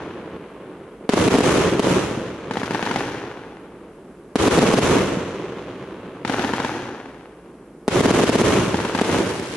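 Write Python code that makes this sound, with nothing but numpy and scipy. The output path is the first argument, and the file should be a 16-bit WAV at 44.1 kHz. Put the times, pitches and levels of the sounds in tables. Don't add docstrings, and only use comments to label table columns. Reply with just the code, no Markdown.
import sys
import numpy as np
from scipy import signal
from scipy.fft import rfft, irfft, next_fast_len
from scipy.io import wavfile
from scipy.ndimage import uniform_filter1d, minimum_filter1d

SR = 44100
rng = np.random.default_rng(int(sys.argv[2]) if len(sys.argv) > 2 else 0)


def to_wav(s):
    ch = np.atleast_2d(s).T
    pcm = np.round(np.clip(ch, -1, 1) * 32767)
    wavfile.write(sys.argv[1], SR, pcm.astype(np.int16))


N = 421596

# (time [s], level [dB], echo send [dB])
BURSTS = [(-1.7, 16, 16), (-1.5, 16, 16), (-1.3, 14, 14), (1.092, 9, 8.5), (1.1357, 6, 6.5),
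          (1.2792, 10, 9.5), (1.3405, 6, 6), (1.3485, 5, 4), (1.3555, 5, 4), (1.3855, 10, 9),
          (1.4063, 9.5, 8), (1.795, 9, 8), (4.3567, 11.5, 12.5), (4.479, 12, 9.5), (4.5757, 7, 6),
          (4.582, 5, 4), (4.5877, 8, 5), (4.6278, 7, 6), (4.6368, 6.5, 4), (4.739, 10, 7.5),
          (4.7875, 10.5, 8), (7.8798, 11, 11), (8.007, 9, 7), (8.0583, 8, 6.5), (8.1079, 10, 7.5),
          (8.2367, 9.5, 6), (8.2937, 9.5, 6.5), (8.3553, 9, 7.5), (8.4149, 8, 7.5), (9.0137, 6, 5.3)]
# (delay [s], level re echo send [dB], centre [Hz])
HOUSES = [(.079, -17, 380), (.087, -18, 750), (.112, -23, 190), (.175, -17.5, 320), (.383, -24, 230)]
# (time [s], level [dB], centre [Hz])
BUILDING_KNOCKS = [(1.728, -11, 400), (1.751, -11, 400), (1.968, -11, 300), (2.178, -17, 280),
                   (4.961, -11, 330), (5.063, -15, 330), (8.574, -8, 330), (8.633, -10, 330),
                   (9.203, -11, 350), (9.231, -12, 420), (9.397, -19, 350)]
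# (time [s], level [dB], snap re thump [dB], echo send [dB])
LIFTS = [(-.5, -5, -6, -5), (-.35, -7, -6, -7), (2.5098, -10, -11, -10), (2.5703, -8.5, -12, -9),
         (2.632, -10.5, -9, -9.5), (2.7084, -9.5, -7, -9), (2.747, -8.5, -4, -8), (2.8266, -9, -2, -8),
         (2.8639, -10, -5, -9), (2.9125, -9, -3, -8), (2.9603, -7.5, 0, -6), (6.2497, -9, -3, -6),
         (6.2966, -6, -6, -4.5), (6.3376, -11, 1, -9), (6.394, -8.5, -2, -8), (6.4457, -8, -6, -7.5),
         (6.5354, -7, -3, -7), (6.6007, -9, -7, -9.5), (6.6472, -8, -3, -8.5), (8.7435, -8, -8, -8),
         (8.8014, -10, -8, -10), (8.85, -9, -7, -9), (8.9495, -7, -1, -7), (8.9883, -8, -1, -8),
         (9.099, -6, -4, -7)]
# (frequency [Hz], t60 [s], level [dB])
TUBE_MODES = [(275, .05, -12), (860, .02, -3.3), (1600, .014, -9)]
# (delay [s], level re lift [dB])
WALLS = [(.0468, -6), (.256, -19), (.354, -19), (.412, -21), (.61, -24)]
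# (frequency [Hz], relative density [dB per Hz])
BURST_ECHO_SPECTRUM = [(25, -31), (40, -24), (60, -9.8), (80, -5.3), (120, -.8), (160, -2.7), (185, 2.3),
                       (208, -3.8), (245, -3.3), (370, .7), (500, -2.8), (750, -13), (1050, -10.5),
                       (2000, -17.9), (3000, -19.8), (4900, -28.3), (6300, -24.8), (8000, -31),
                       (11500, -32.5)]
LIFT_ECHO_SPECTRUM = [(25, -26), (60, -10), (125, 3.3), (180, -5), (275, 5.5), (480, 1), (640, -8),
                      (850, -.3), (1150, -8.5), (1600, -4.3), (2000, -10.5), (3200, -15), (4900, -21.5),
                      (6300, -19.3), (7700, -29), (11500, -27.5)]
NIGHT_SPECTRUM = [(25, -18), (38, -16), (52, -2), (90, -15), (170, -1), (250, -1), (370, 0), (700, -14),
                  (1500, -23.5), (3500, -37), (7000, -38), (9500, -36), (12000, -36)]
# (frequency [Hz], loss [dB per s])
PATH_LOSS = [(110, 4), (360, .9), (1000, 1.5), (2800, 3.9), (5600, 11), (11000, 24)]
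# (frequency [Hz], side re mid [dB])
WIDE = [(30, -38), (120, -26), (260, -11), (500, -8.5), (1000, -8.5), (2000, -6), (4000, -.5), (11000, 1)]
# (frequency [Hz], side re mid [dB])
NARROW = [(30, -52), (140, -46), (280, -32), (560, -21), (1100, -13), (2200, -6.5), (4500, -1.5),
          (11000, .5)]
# (frequency [Hz], left re right [dB])
MIC_MISMATCH = [(100, -.1), (500, -.9), (1000, -.1), (2000, 1.5), (4000, .6), (6300, -2.2), (8500, -4),
                (11500, .5)]

MIC_RING_HZ, MIC_RING_T60_S, MIC_RING_DB = 410, .04, -13
KNOCK_GROUND_S, KNOCK_GROUND_DB = .0055, -5
CRACKLE_START_S, CRACKLE_RISE_S, CRACKLE_DB = 8.4, .65, -35.5
NIGHT_DB = -45.8
TOP_HZ = 11400
STEP = 128
TIME_S = np.arange(N) / SR
SHORT_S = TIME_S[:2048]
FFT_SIZE = next_fast_len(N, real=True)
BIN_HZ = np.maximum(np.fft.rfftfreq(FFT_SIZE, 1 / SR), 1)


def bursts(ground_s=.0044, stray_s=.00015, left_db=-5.5, right_db=-12, trail_db=-20,
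           rough_ground_db=-17, splash_s=.022, splash_rise_s=.012, splash_db=-27):
    out = np.zeros((2, N))
    count = len(BURSTS)
    direct = shock(push_s=.0012, low_hz=205, top_hz=560, edge_db=-8.5, edge_s=.00007)
    bounce = shock(push_s=.0012, low_hz=235, top_hz=620, edge_db=2, edge_s=.00007)
    bounce = bounce * undb([[left_db], [right_db]])
    ring = decay(MIC_RING_T60_S, MIC_RING_DB) * np.sin(2 * np.pi * MIC_RING_HZ * SHORT_S)
    trails = undb(trail_db) * splinters(count, t60_s=.075, top_hz=1500)
    rough = undb(rough_ground_db) * splinters(count, t60_s=.012, top_hz=3600)
    splashes = undb(splash_db) * splinters(count, t60_s=.13, top_hz=1500)
    splashes = splashes * np.minimum(SHORT_S / splash_rise_s, 1)
    strays = stray_s * rng.standard_normal(count)
    for (s, db, _), trail, grit, splash, late_s in zip(BURSTS, trails, rough, splashes, strays):
        add(out, s, undb(db) * (direct + trail))
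        add(out, s + ground_s + late_s, undb(db) * (bounce + ring + grit))
        add(out, s + splash_s, undb(db) * splash)
    return out


def slaps(stray_s=.002, uneven_db=2):
    out = np.zeros((2, N))
    waves = [thud(hz) for _, _, hz in HOUSES]
    chances = rng.standard_normal((len(BURSTS), len(HOUSES), 2))
    for (s, _, send_db), chance in zip(BURSTS, chances):
        for (delay_s, house_db, _), wave, (late, strong) in zip(HOUSES, waves, chance):
            gain = undb(send_db + house_db + uneven_db * strong)
            add(out, s + delay_s + stray_s * late, gain * wave)
    return out


def knocks():
    out = np.zeros(N)
    for s, db, hz in BUILDING_KNOCKS:
        add(out, s, undb(db) * thud(hz))
        add(out, s + KNOCK_GROUND_S, undb(db + KNOCK_GROUND_DB) * thud(hz))
    return out


def far_slaps(count, first_s=.5, last_s=3.6, echo_db=-37, fade_db_per_s=4.5,
              centre_hz=350, spread_octaves=.3, uneven_db=3):
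    out = np.zeros(N)
    for k, (place, depth, strong) in enumerate(rng.uniform(-1, 1, (count, 3))):
        delay_s = first_s + (last_s - first_s) * (k + .5 + place / 2) / count
        gain = undb(echo_db - fade_db_per_s * delay_s + uneven_db * strong)
        wave = gain * thud(centre_hz * 2 ** (spread_octaves * depth))
        for s, _, send_db in BURSTS:
            add(out, s + delay_s, undb(send_db) * wave)
    return out


def roar():
    return scatter(BURSTS, BURST_ECHO_SPECTRUM, WIDE, grains(rate_hz=7000, spread_db=2.5),
                   echo_db=-25.6, gap_s=.02, start_db=-13, attack_s=.095, hold_s=.16, t60_s=1.13,
                   dulling=.85, surge_db=2.1, surge_s=.025)


def roll():
    return scatter(BURSTS, BURST_ECHO_SPECTRUM, NARROW, grains(rate_hz=4500, spread_db=2.7),
                   echo_db=-41.6, gap_s=.03, start_db=-13, attack_s=.2, hold_s=.18, t60_s=9.1,
                   dulling=1.1, surge_db=1.8, surge_s=.04)


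def lifts(detune=.08, blast_db=-4, trail_db=-17, snap_db=-3.5, rasp_db=-8.5,
          splash_s=.0263, splash_db=-21, splash_spread_db=2.5, ring_rise_s=.0007):
    out = np.zeros((2, N))
    count = len(LIFTS)
    blast = undb(blast_db) * shock(push_s=.0014, low_hz=180, top_hz=800, edge_db=-12)
    snap = undb(snap_db) * shock(push_s=.0005, low_hz=700, top_hz=2300, edge_db=-24)
    crack = shock(push_s=.0007, low_hz=450, top_hz=1700, edge_db=-28)
    rasps = undb(rasp_db) * cut(splinters(count, t60_s=.02, top_hz=2500), 3300, "low")
    trails = undb(trail_db) * splinters(count, t60_s=.08, top_hz=700)
    splashes = undb(splash_db) * splinters(count, t60_s=.07, top_hz=1800)
    chances = rng.standard_normal((count, len(TUBE_MODES)))
    for (s, db, hard_db, _), chance, rasp, trail, splash in zip(LIFTS, chances, rasps, trails, splashes):
        ring = np.zeros(len(SHORT_S))
        for (hz, t60_s, mode_db), c in zip(TUBE_MODES, chance):
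            ring += decay(t60_s, mode_db) * np.sin(2 * np.pi * hz * (1 + detune * c) * SHORT_S)
        ring *= 1 - np.exp(-SHORT_S / ring_rise_s)
        hard = undb(hard_db)
        add(out, s, undb(db) * (blast + ring + trail + hard * (snap + rasp)))
        add(out, s + splash_s, undb(db + splash_spread_db * rng.standard_normal()) * splash)
        for delay_s, wall_db in WALLS:
            add(out, s + delay_s, undb(db + wall_db) * (crack + hard * snap))
    return out


def rustle():
    return scatter(LIFTS, LIFT_ECHO_SPECTRUM, NARROW, grains(rate_hz=5000, spread_db=2.6),
                   echo_db=-24.8, gap_s=.005, start_db=-7, attack_s=.05, hold_s=.16, t60_s=1.75,
                   dulling=1.6, surge_db=1.3, surge_s=.015)


def crackle(cluster_s=.02, cluster_db=2):
    clicks = grains(rate_hz=3000, spread_db=3.3)
    mid, side = cut(cut(clicks, 600, "high", order=1), 2400, "low", order=1)
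    clusters = smooth_noise(N, cluster_s * SR)
    pops = np.array([mid + side, mid - side]) * undb(cluster_db * clusters / clusters.std())
    rise = np.clip((TIME_S - CRACKLE_START_S) / CRACKLE_RISE_S, 0, 1)
    return pops / pops.std() * undb(CRACKLE_DB) * rise


def night():
    noise = rng.standard_normal((2, N), dtype=np.float32)
    return undb(NIGHT_DB) * irfft(tint(noise, NIGHT_SPECTRUM, NARROW), FFT_SIZE)[:, :N]


def scatter(bangs, spectrum, width, texture, echo_db, gap_s, start_db, attack_s, hold_s, t60_s,
            dulling, surge_db, surge_s):
    s, *_, send_db = np.transpose(bangs)
    delay_s = np.maximum(TIME_S[::STEP] - s[:, None], 0)
    surge = smooth_noise(delay_s.shape[1], surge_s * SR / STEP)
    paths = answer(delay_s, gap_s, start_db, attack_s, hold_s, t60_s) * undb(send_db[:, None] + echo_db)
    ears = tint(texture, spectrum, width)
    out = np.zeros((2, N), np.float32)
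    loss_hz = np.array(PATH_LOSS)[:, 0]
    place = np.interp(np.log(BIN_HZ), np.log(loss_hz), np.arange(len(PATH_LOSS))).astype(np.float32)
    for k, (hz, loss_db_per_s) in enumerate(PATH_LOSS):
        band = irfft(ears * np.maximum(1 - np.abs(place - k), 0), FFT_SIZE)[:, :N]
        dulled = paths * undb(-dulling * loss_db_per_s * delay_s)
        size = np.sqrt(np.sum(dulled ** 2, axis=0))
        size *= undb(surge_db * surge / surge.std() / (1 + hz / 2000))
        out += band * np.repeat(size.astype(np.float32), STEP)[:N]
    return out


def answer(delay_s, gap_s, start_db, attack_s, hold_s, t60_s):
    attack = undb(start_db) + np.maximum(delay_s - gap_s, 0) / attack_s
    attack = np.minimum(attack, 1) * (delay_s > 0)
    return attack * undb(-60 * np.maximum(delay_s - hold_s, 0) / t60_s)


def from_left(sound, lead_s=.00004, side_db=-13):
    lean = undb(side_db) * cut(sound, 600, "high", order=1)
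    left, right = sound + lean * np.array([[1], [-1]])
    return np.array([left, np.interp(TIME_S - lead_s, TIME_S, right)])


def shock(push_s, low_hz, top_hz, edge_db, edge_s=.00012):
    body = (1 - SHORT_S / push_s) * np.exp(-SHORT_S / push_s)
    body = cut(cut(body, low_hz, "high", order=3), top_hz, "low")
    edge = cut(np.exp(-SHORT_S / edge_s), 700, "high", order=1)
    return body / np.abs(body).max() - undb(edge_db) * edge


def thud(hz):
    return shock(push_s=.45 / hz, low_hz=.75 * hz, top_hz=1.2 * hz, edge_db=-30)


def splinters(count, t60_s, top_hz):
    mid, side = rng.standard_normal((2, count, len(SHORT_S)))
    side = cut(side, 2200, "high", order=1)
    noise = np.stack([mid + side, mid - side], axis=1)
    noise = cut(cut(noise, 400, "high"), top_hz, "low", order=1)
    noise = cut(noise, 5500, "low", order=1)
    return noise / noise.std() * decay(t60_s)


def grains(rate_hz, spread_db):
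    count = int(rate_hz * N / SR)
    when, size, sign, side = rng.random((count, 4)).T
    size = np.sign(sign - .5) * undb(-spread_db * np.log(np.maximum(size, .02)))
    at = (when * N).astype(int)
    side_size = size * np.sqrt(12) * (side - .5)
    return np.array([np.bincount(at, size, N), np.bincount(at, side_size, N)])


def tint(mid_side, spectrum, width):
    whole = rfft(mid_side.astype(np.float32), FFT_SIZE)
    whole *= colour(spectrum, BIN_HZ) * (BIN_HZ < 2 * TOP_HZ)
    whole[1] *= colour(width, BIN_HZ)
    whole *= FFT_SIZE / np.sqrt(2 * np.sum(np.abs(whole) ** 2))
    return np.array([whole[0] + whole[1], whole[0] - whole[1]])


def smooth_noise(count, width):
    return uniform_filter1d(rng.standard_normal(count), size=max(int(width), 1))


def decay(t60_s, db=0):
    return undb(db - 60 * SHORT_S / t60_s)


def undb(db):
    return 10 ** (np.asarray(db) / 20)


def colour(points, hz):
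    f, db = np.transpose(points)
    return undb(np.interp(np.log(hz), np.log(f), db))


def cut(x, hz, kind, order=2):
    sos = signal.butter(order, min(hz, SR / 2 - 1), kind, fs=SR, output="sos")
    return signal.sosfilt(sos, x)


def add(out, s, sound):
    i = int(s * SR)
    if 0 <= i < N:
        out[..., i:i + sound.shape[-1]] += sound[..., :N - i]


def scene():
    burst_sound = bursts() + slaps() + knocks() + far_slaps(count=14) + roar() + roll()
    lift_sound = from_left(lifts()) + from_left(rustle(), lead_s=.00003, side_db=-20)
    return burst_sound + lift_sound + crackle() + night()


def record(dry, ceiling=.59, release_s=.0235):
    tilt = np.sqrt(colour(MIC_MISMATCH, BIN_HZ))
    dry = irfft(rfft(dry, FFT_SIZE) * np.array([tilt, 1 / tilt]), FFT_SIZE)[:, :N]
    fall = TIME_S / release_s
    level_log = np.log(np.abs(dry).max(axis=0) + 1e-9)
    held = np.exp(np.maximum.accumulate(level_log + fall) - fall)
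    gain = minimum_filter1d(np.minimum(ceiling / held, 1), size=25)
    gain = uniform_filter1d(gain, size=25)
    top_cut = signal.ellip(10, .2, 80, TOP_HZ, fs=SR, output="sos")
    return signal.sosfilt(top_cut, dry * gain)


dry = scene()
out = record(dry)
to_wav(out)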